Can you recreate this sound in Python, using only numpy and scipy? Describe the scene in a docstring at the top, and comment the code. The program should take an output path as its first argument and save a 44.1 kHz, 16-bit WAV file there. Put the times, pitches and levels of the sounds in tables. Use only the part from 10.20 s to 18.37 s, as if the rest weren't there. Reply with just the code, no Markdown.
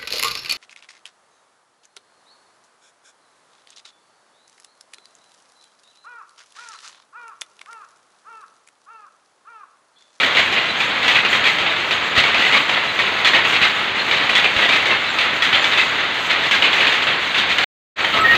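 """Shuttle loom, close up

A loom runs at full speed in a hard-walled workshop, the microphone moving close along it. In each turn of
about 1.1 s the shuttle is thrown across and back and the sley beats up twice; each blow sets loose iron
rattling. Gears grind and threads slide in step, dry pivots squeak and the floor rumbles. Near the end
the sound breaks off briefly and resumes at the front of the loom."""
import sys
import numpy as np
from scipy import signal
from scipy.fft import rfft, irfft
from scipy.io import wavfile
from scipy.ndimage import uniform_filter1d, minimum_filter1d

SR = 44100
rng = np.random.default_rng(int(sys.argv[2]) if len(sys.argv) > 2 else 0)


def to_wav(sig):
    """Store sig (one row per channel, or 1-D mono) as 16-bit WAV at the path in sys.argv[1].

    Samples outside -1..1 are clipped; the rate is SR.
    """
    pcm = np.clip(np.atleast_2d(sig), -1, 1) * 32767
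    pcm = np.round(pcm).astype(np.int16)
    wavfile.write(sys.argv[1], SR, pcm.T)  # frames by channels


N = 360297
TURN_S = 1.09

# Eight tables of strokes, each with the columns: start_s, crack_db, rattle_db, swell_s, ring_hz
# the near picking stick throws the shuttle and starts the turn
NEAR_PICKS = [(.879, -7, -16, .023, 1970), (1.976, -10, -11.5, .016, 2090), (3.047, -9, -11.5, .02, 3440),
              (4.152, -9, -13.5, .02, 2154), (5.221, -8.5, -18.5, 0.025, 1895),
              (6.311, -11, -15.5, 0.024, 3200), (7.383, -10, -21, 0.049, 2040)]
# the stick falls back on its buffer
BUFFER_HITS = [(.948, -9, -13, 0.021, 2560), (2.037, -9.5, -20, 0.037, 2250), (3.134, -6, -14, 0.026, 1860),
               (4.243, -8, -17.5, .014, 2380), (5.327, -11.5, -12.5, 0.023, 3080),
               (6.422, -8.5, -14, .026, 2350)]
# the shuttle lands in the far box
SHUTTLE_LANDINGS = [(0.0, -15, -20, .018, 2310), (1.049, -11, -22, 0.02, 2500),
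                    (2.145, -10.5, -18, 0.043, 2590), (3.248, -12, -18, .013, 2700),
                    (4.363, -15.5, -19.5, .033, 2750), (5.442, -10.5, -25, 0.027, 2290),
                    (6.53, -11, -19, .037, 2480)]
# the shedding gear changes over
SHED_STROKES = [(.032, -13, -18, 0.018, 1870), (1.129, -9.5, -19, 0.021, 1985),
                (2.222, -12, -18.5, 0.038, 2010), (3.323, -16.5, -15.5, 0.028, 2930),
                (4.417, -22, -15.5, 0.027, 1890), (5.516, -14.5, -17.5, 0.018, 2750),
                (6.605, -7, -16, 0.036, 2640)]
# the sley beats up the weft, twice a turn; a lighter knock leads just ahead of the last beat
BEAT_UPS = [(.15, -15, -13.5, 0.03, 3200), (.603, -12.5, -17.5, 0.013, 2390), (1.24, -14, -13, 0.028, 2500),
            (1.709, -11.5, -18.5, 0.014, 2490), (2.323, -13, -12.5, .029, 2200),
            (2.79, -11.5, -16.5, 0.016, 2230), (3.415, -12.5, -12.5, 0.024, 2430),
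            (3.911, -11, -18.5, 0.041, 2356), (4.491, -8.5, -15.5, 0.043, 2315),
            (4.986, -11, -17.5, 0.025, 3570), (5.575, -11, -15.5, 0.026, 2620),
            (6.096, -15, -15, 0.019, 2260), (6.669, -8.5, -18, 0.049, 2520),
            (7.145, -14.5, -19, .019, 3480), (7.179, -12.5, -17, .021, 3590)]
# the far picking stick sends the shuttle back
RETURN_PICKS = [(.362, -15, -17, 0.021, 2020), (1.463, -16, -18.5, 0.031, 2010),
                (2.543, -17.5, -19, 0.026, 2065), (3.564, -20.5, -29, .024, 1180),
                (4.706, -13, -15.5, .021, 2070), (5.788, -25, -22.5, 0.018, 2100),
                (6.869, -13.5, -19.5, 0.03, 2710)]
# deeper knocks of the wooden sley beam, heard at the front of the loom
BEAM_KNOCKS = [(7.845, -12, -27, 0.028, 1820), (7.93, -21, -19, 0.015, 1350),
               (7.96, -15.5, -19.5, 0.019, 2130), (8.045, -21, -24, 0.026, 2100),
               (8.11, -14, -19.5, .029, 1900), (8.15, -9.5, -26, .025, 2030)]
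# a cam takes up the play just before most picks
CAM_TAKE_UPS = [(.319, -24, -17, 0.014, 1900), (.829, -17, -21, .033, 2680), (1.386, -16, -25, .024, 3160),
                (1.952, -19.5, -15, 0.022, 2010), (2.494, -13.5, -22.5, 0.034, 2350),
                (2.987, -21, -27.5, .015, 2280), (4.093, -11, -20.5, 0.026, 1930),
                (4.656, -17, -17.5, .016, 2250), (6.237, -17, -22.5, 0.027, 1740),
                (6.821, -19, -20.5, 0.011, 2410), (7.293, -20, -19, 0.021, 2460)]

# spectrum of the struck iron: pitch_hz, level_db
IRON_SPECTRUM = [(25, -55.5), (40, -37), (70, -26), (250, -14), (600, -9), (1100, -7), (1550, -5.5),
                 (2000, -0.5), (2700, -1.5), (3700, -5), (4400, -11.5), (5400, -26), (6500, -24.5),
                 (8500, -36), (10200, -47.5), (15500, -45)]
# low body of the blows as the microphone moves along the loom and up: time_s, level_db
BODY_AT_MIC = [(0, -1.5), (1.1, 0), (2.2, 1.5), (3.2, 1), (4.5, 1), (5.2, -5), (6.1, -3), (6.6, 0),
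               (7.4, -3)]
# modes of the cast frame: pitch_hz, width_hz, level_db
FRAME_MODES = [(270, 6, -11.5), (1286, 30, -3.5), (1960, 59, -11), (13500, 160, -7.5)]
# heavy strokes that shake the frame: start_s, level_db
FRAME_THUMPS = [(0.171, -34), (.87, -36.5), (1.973, -24), (3.048, -33), (3.411, -31), (3.952, -31),
                (4.359, -29), (5.327, -35), (7.971, -34), (8.118, -35)]
# dry pivots, one near 4 kHz in most turns: start_s, length_s, pitch_hz, level_db
PIVOT_SQUEAKS = [(.48, .05, 3980, -28), (1.59, .04, 4150, -33), (2.68, .04, 4000, -30),
                 (3.785, .045, 4200, -28), (4.86, .04, 4000, -31), (4.89, .035, 7400, -44),
                 (5.365, .08, 7100, -44), (7.085, .04, 3950, -30), (7.925, .05, 1295, -29),
                 (7.985, .08, 1295, -17), (8.005, .025, 7700, -40), (8.038, .035, 1868, -13),
                 (8.078, .075, 1868, -11), (8.11, .045, 1300, -21)]
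# gear train and distant looms through one turn: after_pick_s, level_db
GEAR_CYCLE = [(0, -19.5), (.2, -19.5), (.37, -19.5), (.6, -20.5), (.73, -22), (.9, -19.5), (1.09, -21)]
# spectrum of their grind: pitch_hz, level_db
GEAR_SPECTRUM = [(25, -35.5), (40, -23.5), (65, -14.5), (120, -9.5), (250, -7), (600, -4), (1300, -0.5),
                 (2100, 2), (3700, -2.5), (4400, -10.5), (5400, -28), (8000, -43.5), (15500, -56)]
# warp threads and heald wires sliding through one turn: after_pick_s, level_db
THREAD_CYCLE = [(0, -44), (.1, -43), (.18, -47.5), (.25, -39), (.33, -44.5), (.42, -43), (.52, -45),
                (.69, -48.5), (.78, -45), (.85, -42.5), (.95, -48), (1.01, -44.5), (1.09, -47)]
# spectrum of the sliding: pitch_hz, level_db
THREAD_SPECTRUM = [(2500, -26), (4400, -2), (5400, -5.5), (6400, 3), (7400, -2), (8600, -11),
                   (10200, -22.5), (12500, -15), (14000, -18.5), (15500, -15)]
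# floor rumble at the microphone: time_s, level_db
FLOOR_LEVEL = [(0, -42.5), (7.45, -46.5), (7.9, -45), (8.0, -31), (8.17, -32)]
# spectrum of the rumble: pitch_hz, level_db
FLOOR_SPECTRUM = [(25, -34.5), (60, -3), (130, 0), (280, -2), (800, -5), (2000, -30), (15500, -80)]
# a third of a second of silence before the front of the loom is heard: time_s, gain
DROPOUT = [(0, 1), (7.443, 1), (7.445, 0), (7.758, 0), (7.77, .22), (7.8, 1), (8.17, 1)]


def blows(crack_s=.012, ring_share=.25, upper_share=.18, chatter_db=-1.5, bounce_db=-12.5):
    """Each blow is a clank, then a rattle that swells and stops as the play in the joints is taken up."""
    out, t = np.zeros(N), np.arange(SR // 5) / SR
    hz, iron_db = np.transpose(IRON_SPECTRUM)
    attack = 1 - np.exp(-t / .0004)
    for start_s, crack_db, rattle_db, swell_s, ring_hz, body_db, edge_db in strokes():
        # the clank: the main mode of the struck part, an unrelated higher one, and a crowd of others
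        ring = np.sqrt(2 * ring_share) * np.sin(2 * np.pi * ring_hz * t)
        upper = np.sqrt(2 * upper_share) * np.sin(2 * np.pi * rng.uniform(2400, 3800) * t)
        crowd = np.sqrt(1 - ring_share - upper_share) * rng.standard_normal(len(t))
        strike = from_db(crack_db) * np.exp(-t / crack_s)
        chatter = contacts(len(t), per_s=620, ring_s=.0031)
        bounces = pings(len(t), per_s=170, low_hz=1083, high_hz=4303, ring_s=.01, spread_db=5)
        age = t / swell_s
        swell = from_db(rattle_db) * np.sqrt(age) * np.exp((1 - age ** 2) / 4)
        rattle = swell * (from_db(chatter_db) * chatter + from_db(bounce_db) * bounces)
        # every bounce sets the struck part ringing again
        rattle += from_db(-9.5) * resonance(rattle, ring_hz, width_hz=110)
        # heavy parts give more body, hard contacts more edge
        body_db += np.interp(start_s, *np.transpose(BODY_AT_MIC))
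        shade_db = np.interp(hz, [800, 1600, 3000, 5460], [body_db, 0, 0, edge_db])
        hit = colour(strike * crowd + rattle, np.column_stack([hz, iron_db + shade_db]))
        add(out, start_s, hit[:len(t)] + strike * (ring + upper) * attack)
    return from_db(0) * out


def strokes():
    """Every stroke, joined with the body_db and edge_db of the part that it strikes."""
    parts = [(NEAR_PICKS, -4, 3.4), (BUFFER_HITS, 1, -1.5), (SHUTTLE_LANDINGS, 1.5, 0),
             (SHED_STROKES, .94, -1), (BEAT_UPS, -1, 1), (RETURN_PICKS, 3.6, -5.5),
             (BEAM_KNOCKS, 9.5, 0), (CAM_TAKE_UPS + linkage_knocks(), 3.6, 4)]
    return [(*row, body_db, edge_db) for rows, body_db, edge_db in parts for row in rows]


def linkage_knocks(lead_s=.15, play_s=.004, crack_db=-21.5, rattle_db=-27.5, swell_s=.028, ring_hz=2050):
    """The sley's linkage knocks lightly ahead of each beat-up, harder ahead of a harder one."""
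    beat_s, beat_db = np.transpose(BEAT_UPS)[:2]
    slack, force = rng.standard_normal((len(beat_s), 2)).T
    starts = beat_s - lead_s + play_s * slack
    extra_db = .48 * (beat_db - beat_db.mean()) + .5 * force
    return [(s, crack_db + db, rattle_db + db, swell_s, ring_hz) for s, db in zip(starts, extra_db)]


def frame(x):
    """The cast frame rings along with all that is bolted to it."""
    return x + sum(from_db(db) * resonance(x, hz, width_hz) for hz, width_hz, db in FRAME_MODES)


def thumps(rise_s=.003, decay_s=.014, band_hz=(58, 200), boost_db=5.5):
    """The frame shudders on the floor under heavy strokes."""
    out, t = np.zeros(N), np.arange(SR // 4) / SR
    envelope = (1 - np.exp(-t / rise_s)) * np.exp(-t / decay_s)
    for start_s, level_db in FRAME_THUMPS:
        shudder = rms_one(band(rng.standard_normal(len(t)), band_hz, "band", order=3))
        add(out, start_s, from_db(level_db + boost_db) * envelope * shudder)
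    return out


def squeaks(waver=.0053, waver_hz=160, roughness=.27):
    """A dry pivot sticks and slips at one resonance: a short, slightly unsteady tone."""
    out, t = np.zeros(N), np.arange(SR // 4) / SR
    for start_s, length_s, pitch_hz, level_db in PIVOT_SQUEAKS:
        bend = 1 + waver * wander(len(t), waver_hz)
        grip = 1 + roughness * wander(len(t), waver_hz)
        tone = np.sqrt(2) * np.sin(2 * np.pi * np.cumsum(pitch_hz * bend) / SR)
        pressure = np.sqrt(np.abs(np.sin(np.pi * np.minimum(t / length_s, 1))))
        add(out, start_s, from_db(level_db) * pressure * grip * tone)
    return out


def gears():
    """Gear teeth and the looms further off merge into a dense grind."""
    teeth = contacts(N, per_s=1100, ring_s=.0074)
    return from_db(each_turn(GEAR_CYCLE)) * colour(teeth, GEAR_SPECTRUM)


def threads(trim_db=-.5, tinkle_db=-8, sizzle_hz=11500):
    """Threads slide with a grainy hiss and heald wires tinkle, brighter at the front of the loom."""
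    sliding = contacts(N, per_s=2500, ring_s=.003)
    tinkle = pings(N, per_s=240, low_hz=3800, high_hz=15000, ring_s=.012, spread_db=10)
    rubbing = sliding + from_db(tinkle_db) * tinkle
    flicker_db = wander(N, rate_hz=11)
    swish = from_db(each_turn(THREAD_CYCLE) + trim_db + flicker_db) * colour(rubbing, THREAD_SPECTRUM)
    mic_nearness = in_time([(0, .21), (7.7, .11), (7.85, .6), (8.17, 2)])
    sizzle = rms_one(band(rubbing, sizzle_hz, "high", order=4))
    return swish + from_db(-50) * mic_nearness * sizzle


def floor_rumble():
    """The floor rumbles under all the looms, louder with the microphone at the front."""
    return from_db(in_time(FLOOR_LEVEL)) * colour(rng.standard_normal(N), FLOOR_SPECTRUM)


def workshop(x, t60_s=.5, first_echo_s=.007, wall_cut_hz=5500):
    """Dense reflections from walls and machines, duller than the direct sound."""
    t = np.arange(SR) / SR
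    tail = rng.standard_normal(SR) * from_db(-60 * t / t60_s) * (t > first_echo_s)
    response = band(tail / np.linalg.norm(tail), wall_cut_hz, "low", order=1)
    return signal.fftconvolve(x, response)[:N]


def contacts(count, per_s, ring_s, spread_db=1):
    """Loose parts touch at random, each touch a brief burst of many dying modes; rms 1."""
    touches = (rng.random(count) < per_s / SR) * from_db(spread_db * rng.standard_normal(count)) ** 2
    energy = signal.lfilter([1], [1, -np.exp(-1 / (ring_s * SR))], touches + 1e-12)
    return rms_one(np.sqrt(energy) * rng.standard_normal(count))


def pings(count, per_s, low_hz, high_hz, ring_s, spread_db):
    """Small parts bounce at uneven intervals, each ringing at a pitch of its own; rms 1."""
    t = np.arange(SR // 16) / SR
    out = np.zeros(count + len(t))
    draws = np.random.default_rng(rng.integers(2 ** 31)).random((int(count / SR * per_s) + 1, 3))
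    for k, (delay, pitch, force) in enumerate(draws):
        start = min(int((k + delay) / per_s * SR), count)
        mode = np.sin(2 * np.pi * (low_hz + pitch * (high_hz - low_hz)) * t)
        out[start:start + len(t)] += from_db(spread_db * force) * np.exp(-t / ring_s) * mode
    return rms_one(out[:count])


def each_turn(rows):
    """A curve of (after_pick_s, value) rows, restarted at each near pick; the loom is already running."""
    t = np.arange(N) / SR
    picks = [row[0] for row in NEAR_PICKS]
    starts = np.array([picks[0] - TURN_S] + picks)
    return np.interp(t - starts[np.searchsorted(picks, t)], *np.transpose(rows))


def in_time(rows):
    """A curve of (time_s, value) rows at every sample."""
    return np.interp(np.arange(N) / SR, *np.transpose(rows))


def wander(count, rate_hz):
    """Random drift, mostly slower than rate_hz; rms 1."""
    return rms_one(band(rng.standard_normal(count), rate_hz, "low"))


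def colour(x, spectrum, size=4096):
    """Minimum-phase filter shaped by (pitch_hz, level_db) rows; white noise keeps its level."""
    hz, db = np.transpose(spectrum)
    grid_hz = np.maximum(np.arange(size // 2 + 1) * SR / size, 1)
    gain = from_db(np.interp(np.log(grid_hz), np.log(hz), db))
    cepstrum = irfft(np.log(gain))
    response = irfft(np.exp(rfft(2 * cepstrum[:size // 2], size)))
    return signal.fftconvolve(x, response / np.linalg.norm(response))[:N]


def resonance(x, hz, width_hz):
    """One resonance with a gain of 1 at its peak."""
    r = np.exp(-np.pi * width_hz / SR)
    feedback = [1, -2 * r * np.cos(2 * np.pi * hz / SR), r * r]
    return signal.lfilter(np.array([1, 0, -1]) * (1 - r * r) / 2, feedback, x)


def band(x, hz, kind, order=2):
    """Butterworth filter."""
    return signal.sosfilt(signal.butter(order, hz, kind, fs=SR, output="sos"), x)


def add(track, start_s, sound):
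    """Mix a sound into the track from start_s on."""
    start = max(int(start_s * SR), 0)
    track[start:start + len(sound)] += sound[:max(N - start, 0)]


def from_db(db):
    """Decibels to gain."""
    return 10 ** (np.asarray(db) / 20)


def rms_one(x):
    """Scale to an rms of 1."""
    return x / np.sqrt(np.mean(x ** 2) + 1e-20)


def scene(clatter_room_db=-6.5, squeak_room_db=-12):
    """One close microphone: clatter and squeaks in front, gears, threads, walls and floor behind."""
    clatter, squeal = blows(), squeaks()
    room = workshop(from_db(clatter_room_db) * clatter + from_db(squeak_room_db) * squeal)
    loom = frame(clatter + room + gears() + threads())
    return (loom + thumps() + floor_rumble() + squeal)[None]


def record(dry, ceiling=.78, cutoff_hz=15600):
    """A fast limiter holds the highest peaks, the sound drops out once, and the top is cut."""
    window = SR // 500
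    gain = minimum_filter1d(np.minimum(1, ceiling / (np.abs(dry) + 1e-9)), 2 * window)
    limited = dry * uniform_filter1d(uniform_filter1d(gain, window), window)
    top_cut = signal.ellip(12, .1, 80, cutoff_hz, fs=SR, output="sos")
    return signal.sosfilt(top_cut, limited * in_time(DROPOUT))


dry = scene()
out = record(dry)
to_wav(out)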